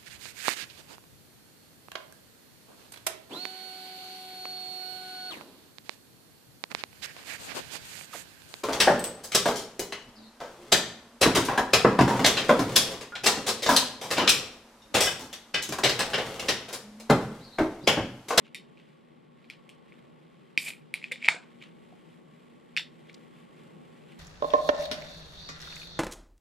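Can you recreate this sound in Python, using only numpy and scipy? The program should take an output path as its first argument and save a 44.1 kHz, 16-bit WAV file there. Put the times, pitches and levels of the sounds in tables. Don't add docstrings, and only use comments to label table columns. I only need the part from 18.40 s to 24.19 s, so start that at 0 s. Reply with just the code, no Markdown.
import sys
import numpy as np
from scipy import signal
from scipy.fft import rfft, irfft, next_fast_len
from scipy.io import wavfile
from scipy.ndimage import map_coordinates

SR = 44100
rng = np.random.default_rng(int(sys.argv[2]) if len(sys.argv) > 2 else 0)


def dump_mix(stems):
    frames = np.atleast_2d(stems).T
    limited = np.clip(frames, -1, 1)
    pcm = np.round(limited * 32767).astype(np.int16)
    wavfile.write(sys.argv[1], SR, pcm)


N = 255339

# t/s, level/dB, lid pitch f/Hz, overtone level/dB and tab level/dB relative to the lid
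CLICK_EVENTS = [(0.1463, -31.5, 2390, 2, -4.5), (0.1518, -35, 2300, -3, -13), (0.3732, -47, 2490, -14, -29),
                (1.0433, -50, 2450, -3, -34), (1.0998, -29.5, 2350, -7.5, -18),
                (1.1077, -40, 2280, -3, -21), (1.292, -43.5, 2480, 0, -5.5), (1.2987, -47, 2720, -8, -14),
                (1.522, -42, 2260, -28, -38), (2.1762, -6.5, 2420, -10, -21.5),
                (2.5399, -15, 2284, -11.5, -14.5), (2.6164, -37, 2230, -18, -25),
                (2.627, -33, 2250, -25, -22), (2.6414, -21, 2478, -16, -30),
                (2.7146, -25, 2120, -27, -26.5), (2.7165, -28, 2124, -26, -28),
                (2.719, -18.5, 2263, -14, -13.5), (2.7228, -23.5, 2172, -6, -21),
                (2.726, -25, 2136, -8.5, -15), (2.758, -32, 2190, -19, -22),
                (2.8186, -38.5, 2280, -25.5, -29.5), (2.8238, -33.5, 2245, -23, -25.5),
                (2.8266, -25, 2348, -21.5, -25.5), (2.8406, -31, 2570, -21, -27.5),
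                (2.8454, -18, 2360, -19.5, -34), (2.8543, -23, 2310, -22.5, -32),
                (2.8574, -28, 2310, -23, -31), (2.8608, -29, 2350, -20, -31), (2.865, -29, 2300, -18, -31),
                (2.8677, -26, 2300, -21.5, -23), (2.8808, -15, 2470, -26.5, -39.5),
                (2.8828, -17, 2400, -26, -38), (2.8855, -0.5, 2260, -14.5, -24),
                (2.9058, -28.5, 2326, -13.5, -18.5), (3.2153, -40, 2350, -22, -30.5),
                (3.2247, -37, 2264, -22, -20), (4.3656, -16, 2465, -7, -24),
                (4.3716, -22.5, 2570, -11, -12), (4.3742, -16, 2260, -2.5, -18.5),
                (4.38, -18.5, 2800, -16, -27), (4.3954, -28.5, 2760, -4, -11),
                (4.6963, -38.5, 2284, -11.5, -33), (5.7195, -48, 2336, -17, -11.5)]
# t/s, peak level/dB
BODY_KNOCKS = [(2.8802, -42.5), (2.8846, -16), (2.906, -52), (4.3943, -42)]
# f/Hz, level/dB, t60/s
BODY_MODES = [(513, -14, 0.019), (906, -1.5, .018), (1270, 1.5, 0.0077), (1800, 1, 0.0097)]
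LID_OVERTONES = [(2800, -3, .005), (3150, 0, .006), (3600, 0, .007), (4000, -2, .006), (4350, 0, .007),
                 (4800, -3, .006), (5250, -3, .006)]
TAB_MODES = [(7390, 1.5, 0.0057), (8620, -1, 0.0065), (9540, 3, 0.0044), (10700, -2.5, .004),
             (13100, -5, .004)]
LID_T60_S, BODY_DB = 0.0065, -36
FAVOURED_HZ, FAVOURED_HZ_PER_DB = 3910, 60
OPEN_S = 2.9
OPEN_FAVOURED_HZ = 3150
SEALED_HZ, SLACK_HZ = 1750, 1200

# t/s, hold/s, hiss level/dB, lid band level/dB, can cavity level/dB, hiss fall/(dB per s)
GAS_PUFFS = [(2.177, .11, -46.5, -49, -73, 316), (2.886, .02, -42, -40, -40.5, 259.5)]
PUFF_ATTACK_S, SWELL_DB_PER_S = 0.0099, 29
LINGER = 0.68
# peak t/s, lid band level/dB, rise/s, fall/s
LID_BAND_SWELLS = [(2.283, -36.5, 0.049, 0.059), (2.546, -45, .006, .14), (2.645, -50.5, 0.029, 0.095),
                   (2.725, -48, .012, .15), (2.855, -34.5, 0.043, 0.055)]
SWELL_HISS_DB, SWELL_CAN_DB = -16, -26.5
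# f/Hz, level/dB
LID_BAND_SPECTRUM = [(180, -50.5), (300, -20.5), (356, -33), (417, -20), (454, -19), (1410, -26),
                     (2400, -0.5), (2620, -7), (5500, -23.5), (7150, -52.5), (12100, -120)]
THIN_HISS_SPECTRUM = [(2650, -29.5), (4500, -2.5), (5100, -4), (5890, -12), (7400, 1.5), (9730, -1),
                      (13300, -8.5), (14900, -17), (15500, -23.5)]
WIDE_HISS_SPECTRUM = [(2650, -29.5), (4500, -1), (5770, -12), (7470, -0.5), (13800, -40), (14400, -48),
                      (15500, -38.5)]
# f/Hz, width at half amplitude/Hz, level/dB
CAVITY_RESONANCES = [(660, 54, 0), (930, 170, 0.5), (1250, 85, -6), (1566, 280, 2.5)]

# peak t/s, level/dB, rise/s, fall/s
SKIN_RUBS = [(.058, -56, 0.03, .065), (.38, -60.5, .012, 0.14), (1.103, -53, 0.0075, 0.088),
             (3.226, -50, 0.029, 0.1), (4.699, -55.5, .05, 0.037), (5.72, -60.5, .13, .07)]
# peak t/s, level/dB, rise/s, fall/s
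NAIL_SCRAPES = [(4.7305, -60, .002, .005), (4.744, -46.5, .003, 0.012)]
# f/Hz, level/dB
SKIN_SPECTRUM = [(710, -38), (1200, -11.5), (2860, -1.5), (3460, -5), (5240, -21), (7410, -24),
                 (12000, -35), (15600, -65), (22000, -120)]
NAIL_SPECTRUM = [(1500, -40), (2200, -1), (3200, -2), (5000, 3), (6300, -5), (8000, -5.5), (10500, -23),
                 (15500, -28)]
EDGE_DB = 25

# t/s, starting f/Hz, level/dB, t60/s
GLUGS = [(2.177, 255, -25, 0.011), (2.716, 503.6, -39.5, 0.074), (2.887, 224, -37, 0.015),
         (2.945, 460, -28, 0.011), (2.962, 684, -41, 0.067), (3.525, 702, -44.5, 0.035)]

# f/Hz, t60/s
ROOM_DECAY = [(300, 0.089), (2000, .2), (5000, .2), (12000, 0.13)]
# f/Hz, likeness (-1 to 1)
ROOM_LIKENESS = [(500, 0.5), (2000, .9), (4000, 0.93), (9000, 0.6)]
AIR_LIKENESS = [(60, -0.13), (150, 0.39), (380, -0.13), (950, -0.49), (2380, 0.96), (5980, 0.34),
                (15000, 0.57)]
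TABLE_S, TABLE_DB = .0063, -14
ROOM_DB, ROOM_PER_DB = -0.5, 0.37

# t/s, level/dB
HUM_LEVEL = [(0, -58), (.35, -56.5), (.87, -57.5), (1.32, -55.5), (2.6, -56), (3.59, -54), (4.21, -55),
             (5.79, -52)]
# f/Hz, level/dB
HUM_SPECTRUM = [(12, -60), (20, -28), (107, -21.5), (138, -7), (163, -1), (206, -6.5), (242, -1),
                (265, -11.5), (335, -6), (576, -12.5), (677, -18.5), (888, -15), (1030, -24.5),
                (1100, -24.5), (1500, -28.5), (1950, -58), (3300, -120)]
MID_SPECTRUM = [(710, -38.5), (1200, -11.5), (1350, -2.5), (1500, -6), (2000, -1), (2570, -5), (3160, -5),
                (6000, -22.5), (7800, -51.5), (13200, -120)]
HIGH_SPECTRUM = [(2940, -34.5), (5000, -9.5), (6160, -5.5), (7590, 2), (8630, -3), (10100, -4),
                 (14600, -14), (15500, -21.5)]
# f/Hz, width/Hz, level/dB before the swing
MOTOR_DRONES = [(154.9, 15, -66), (238, 8.6, -65.5), (1109, 130, -69.5)]
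MID_DB, HIGH_DB = -67, -82
HIGH_GROWS = 1.3
FIZZ_DB, FIZZ_RISE_S = 2, .6

TOP_HZ = 15600


def amp(db):
    return 10 ** (np.asarray(db) / 20)


def unit(x):
    return x / np.sqrt(np.mean(x ** 2) + 1e-20)


def along(points, hz):
    f, v = np.transpose(points)
    return np.interp(np.log(hz + 1), np.log(f + 1), v)


def curves(rows):
    s, *columns = np.transpose(rows)
    t = np.arange(N) / SR
    return [np.interp(t, s, column, left=-150, right=-150) for column in columns]


def wobble(rate):
    knots = rng.standard_normal(int(N * rate / SR) + 4)
    return map_coordinates(knots, [np.arange(N) * rate / SR])


def filtered(x, response):
    size = next_fast_len(x.shape[-1] + 2048)
    spectrum = rfft(x, size) * response(np.fft.rfftfreq(size, 1 / SR))
    return irfft(spectrum, size)[..., :x.shape[-1]]


def paired(pair, likeness):
    def mid_side_gains(hz):
        turn = np.arccos(np.clip(along(likeness, hz), -1, 1)) / 2
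        return np.array([np.cos(turn), np.sin(turn)])

    mid, side = filtered(pair, mid_side_gains)
    return np.array([mid + side, mid - side])


def rush(gain, likeness):
    noise = filtered(rng.standard_normal((2, N)), gain)
    return unit(paired(noise, likeness))


def shape(spectrum):
    return lambda hz: amp(along(spectrum, hz))


def hump(s, db, rise_s, fall_s):
    t = np.arange(N) / SR - s
    return amp(db - EDGE_DB * np.maximum(-t / rise_s, t / fall_s))


def ring(modes, t, scatter_db):
    hz, db, t60 = np.transpose(modes)[..., None]
    strength, detune = rng.standard_normal((2, len(modes), 1))
    decay = amp(db + scatter_db * strength - 60 * t / t60)
    return np.sum(decay * np.sin(2 * np.pi * hz * (1 + .012 * detune) * t), axis=0)


def struck_peak(x, t):
    swung = (1 - np.exp(-t / .00035)) ** 2 * x
    return swung / np.abs(swung).max()


def echoes(x, size):
    hz, t, z = signal.stft(rng.standard_normal((2, size)), SR, nperseg=128)
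    decay = amp(-60 * t / along(ROOM_DECAY, hz)[:, None])
    tail = signal.istft(z * decay, SR, nperseg=128)[1][:, :size]
    fade_in = np.clip((np.arange(size) / SR - .0025) / 0.002, 0, 1)
    tail = paired(tail, ROOM_LIKENESS) * fade_in
    return signal.fftconvolve(x[None], tail / np.sqrt(np.sum(tail ** 2) / 2), axes=1)


def clicks():
    out, t = np.zeros((2, N + SR)), np.arange(SR // 20) / SR
    lid_crack_band = signal.butter(4, [1900, 4800], "bandpass", fs=SR, output="sos")
    tab_crack_band = signal.butter(4, [6600, 12500], "bandpass", fs=SR, output="sos")
    for s, db, hz, upper_db, bright_db in CLICK_EVENTS:
        if s < OPEN_S:
            favoured_hz = FAVOURED_HZ + FAVOURED_HZ_PER_DB * upper_db
            favoured_hz = np.clip(favoured_hz, LID_OVERTONES[0][0], LID_OVERTONES[-1][0])
            low_hz = SEALED_HZ
        else:
            favoured_hz, low_hz = OPEN_FAVOURED_HZ, SLACK_HZ
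        lid = struck_peak(ring([(hz, 0, LID_T60_S)], t, scatter_db=1), t)
        lid = signal.sosfilt(signal.butter(3, low_hz, "highpass", fs=SR, output="sos"), lid)

        struck = [(f, level - 14 * abs(np.log(f / favoured_hz)), t60) for f, level, t60 in LID_OVERTONES]
        crack = amp(-60 * t / .006) * rng.standard_normal((4, len(t)))
        upper = ring(struck, t, scatter_db=5) + amp(3) * signal.sosfilt(lid_crack_band, crack[0])
        upper = amp(upper_db) * struck_peak(upper, t)
        bright = ring(TAB_MODES, t, scatter_db=3.5) + signal.sosfilt(tab_crack_band, crack[1])
        bright = amp(bright_db) * struck_peak(bright, t)
        body = amp(BODY_DB) * struck_peak(ring(BODY_MODES, t, scatter_db=5.0), t)
        rest = upper + bright + body

        side = amp(upper_db - 11) * struck_peak(signal.sosfilt(lid_crack_band, crack[2]), t)
        side += amp(bright_db - 5.0) * struck_peak(signal.sosfilt(tab_crack_band, crack[3]), t)
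        direct = amp(db) * (lid + rest)
        at = round(s * SR)
        out[:, at:at + len(t)] += direct * amp([[-.25], [.25]]) + amp(db) * np.outer([1, -1], side)
        out[:, at + round(TABLE_S * SR):][:, :len(t)] += amp(TABLE_DB) * direct

        room_db = ROOM_DB + ROOM_PER_DB * upper_db
        wet = amp(db + room_db) * echoes(amp(-11) * lid + rest, size=SR // 4)
        out[:, at:at + wet.shape[1]] += wet
    return out[:, :N]


def knocks():
    out, t = np.zeros((2, N + SR)), np.arange(SR // 20) / SR
    for s, db in BODY_KNOCKS:
        body = amp(db) * struck_peak(ring(BODY_MODES, t, scatter_db=3.5), t)
        sound = amp(-10.0) * echoes(body, size=SR // 4)
        sound[:, :len(t)] += body
        out[:, round(s * SR):][:, :sound.shape[1]] += sound
    return out[:, :N]


def puff(s, hold_s, db, fall_db):
    t = np.arange(N) / SR - s
    swell_db = SWELL_DB_PER_S * np.clip(t, 0, hold_s)
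    drop_db = fall_db * np.clip(t - hold_s, 0, None)
    return np.clip(t / PUFF_ATTACK_S, 0, 1) * amp(db + swell_db - drop_db)


def cavity_gain(f):
    return sum(amp(db) / (1 + ((f - hz) / width_hz * 2) ** 2) for hz, width_hz, db in CAVITY_RESONANCES)


def gas_and_swells():
    lid_band = unit(rush(shape(LID_BAND_SPECTRUM), ROOM_LIKENESS) * amp(3 * wobble(250)))
    hollow = rush(cavity_gain, ROOM_LIKENESS)
    thin_hiss = unit(rush(shape(THIN_HISS_SPECTRUM), ROOM_LIKENESS) * amp(1.4 * wobble(200)))
    wide_hiss = unit(rush(shape(WIDE_HISS_SPECTRUM), ROOM_LIKENESS) * amp(1.4 * wobble(200)))

    swell_mix = lid_band + amp(SWELL_HISS_DB) * wide_hiss + amp(SWELL_CAN_DB) * hollow
    out = sum(hump(*row) for row in LID_BAND_SWELLS) * swell_mix
    for row, hiss in zip(GAS_PUFFS, (thin_hiss, wide_hiss)):
        s, hold_s, hiss_db, lid_db, can_db, fall_db = row
        out += puff(s, hold_s, hiss_db, fall_db) * hiss
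        low_mix = amp(lid_db) * lid_band + amp(can_db) * hollow
        out += puff(s, hold_s, 0, LINGER * fall_db) * low_mix
    return out


def rubs():
    slips = unit(rush(shape(SKIN_SPECTRUM), ROOM_LIKENESS) * amp(3.0 * wobble(220)))
    nail = unit(rush(shape(NAIL_SPECTRUM), ROOM_LIKENESS) * amp(2.8 * wobble(600)))
    skin_gain = sum(hump(*row) for row in SKIN_RUBS)
    nail_gain = sum(hump(*row) for row in NAIL_SCRAPES)
    return skin_gain * slips + nail_gain * nail


def bubbles():
    out, t = np.zeros(N + SR), np.arange(SR // 8) / SR
    for s, hz, db, t60 in GLUGS:
        envelope = amp(db - 60 * t / t60) * (1 - np.exp(-t / 0.00067))
        glug = envelope * np.sin(2 * np.pi * hz * t * (1 + 1.5 * t))
        out[round(s * SR):][:len(t)] += glug
    return out[:N] + amp(-4.5) * echoes(out, size=SR // 4)[:, :N]


def air():
    hum_db, = curves(HUM_LEVEL)
    swing_db = hum_db - hum_db.mean()
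    hum = amp(hum_db + 0.688 * wobble(5)) * rush(shape(HUM_SPECTRUM), AIR_LIKENESS)
    out = hum * amp([[.6], [-.6]])
    for hz, width_hz, db in MOTOR_DRONES:
        tone = rush(lambda f: 1 / (1 + ((f - hz) / width_hz * 2) ** 4), AIR_LIKENESS)
        out += amp(db + 0.57 * swing_db + 1.2 * wobble(2.3)) * tone

    flicker_db = 1.1 * wobble(12) + 1.5 * wobble(300)
    fizz_db = FIZZ_DB * np.clip((np.arange(N) / SR - OPEN_S) / FIZZ_RISE_S, 0, 1)
    mid_db = MID_DB + swing_db + flicker_db
    high_db = HIGH_DB + HIGH_GROWS * swing_db + fizz_db + flicker_db
    out += amp(mid_db) * rush(shape(MID_SPECTRUM), AIR_LIKENESS)
    return out + amp(high_db) * rush(shape(HIGH_SPECTRUM), AIR_LIKENESS)


def scene():
    can = clicks() + knocks() + gas_and_swells() + rubs() + bubbles()
    bass_cut = signal.butter(2, 130, "highpass", fs=SR, output="sos")
    return signal.sosfilt(bass_cut, can) + air()


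def record(dry):
    soft = dry / (1 + np.abs(dry / .94) ** 8) ** (1 / 8)
    return filtered(soft, lambda hz: hz < TOP_HZ) + amp(-108) * rng.standard_normal(dry.shape)


dry = scene()
out = record(dry)
dump_mix(out)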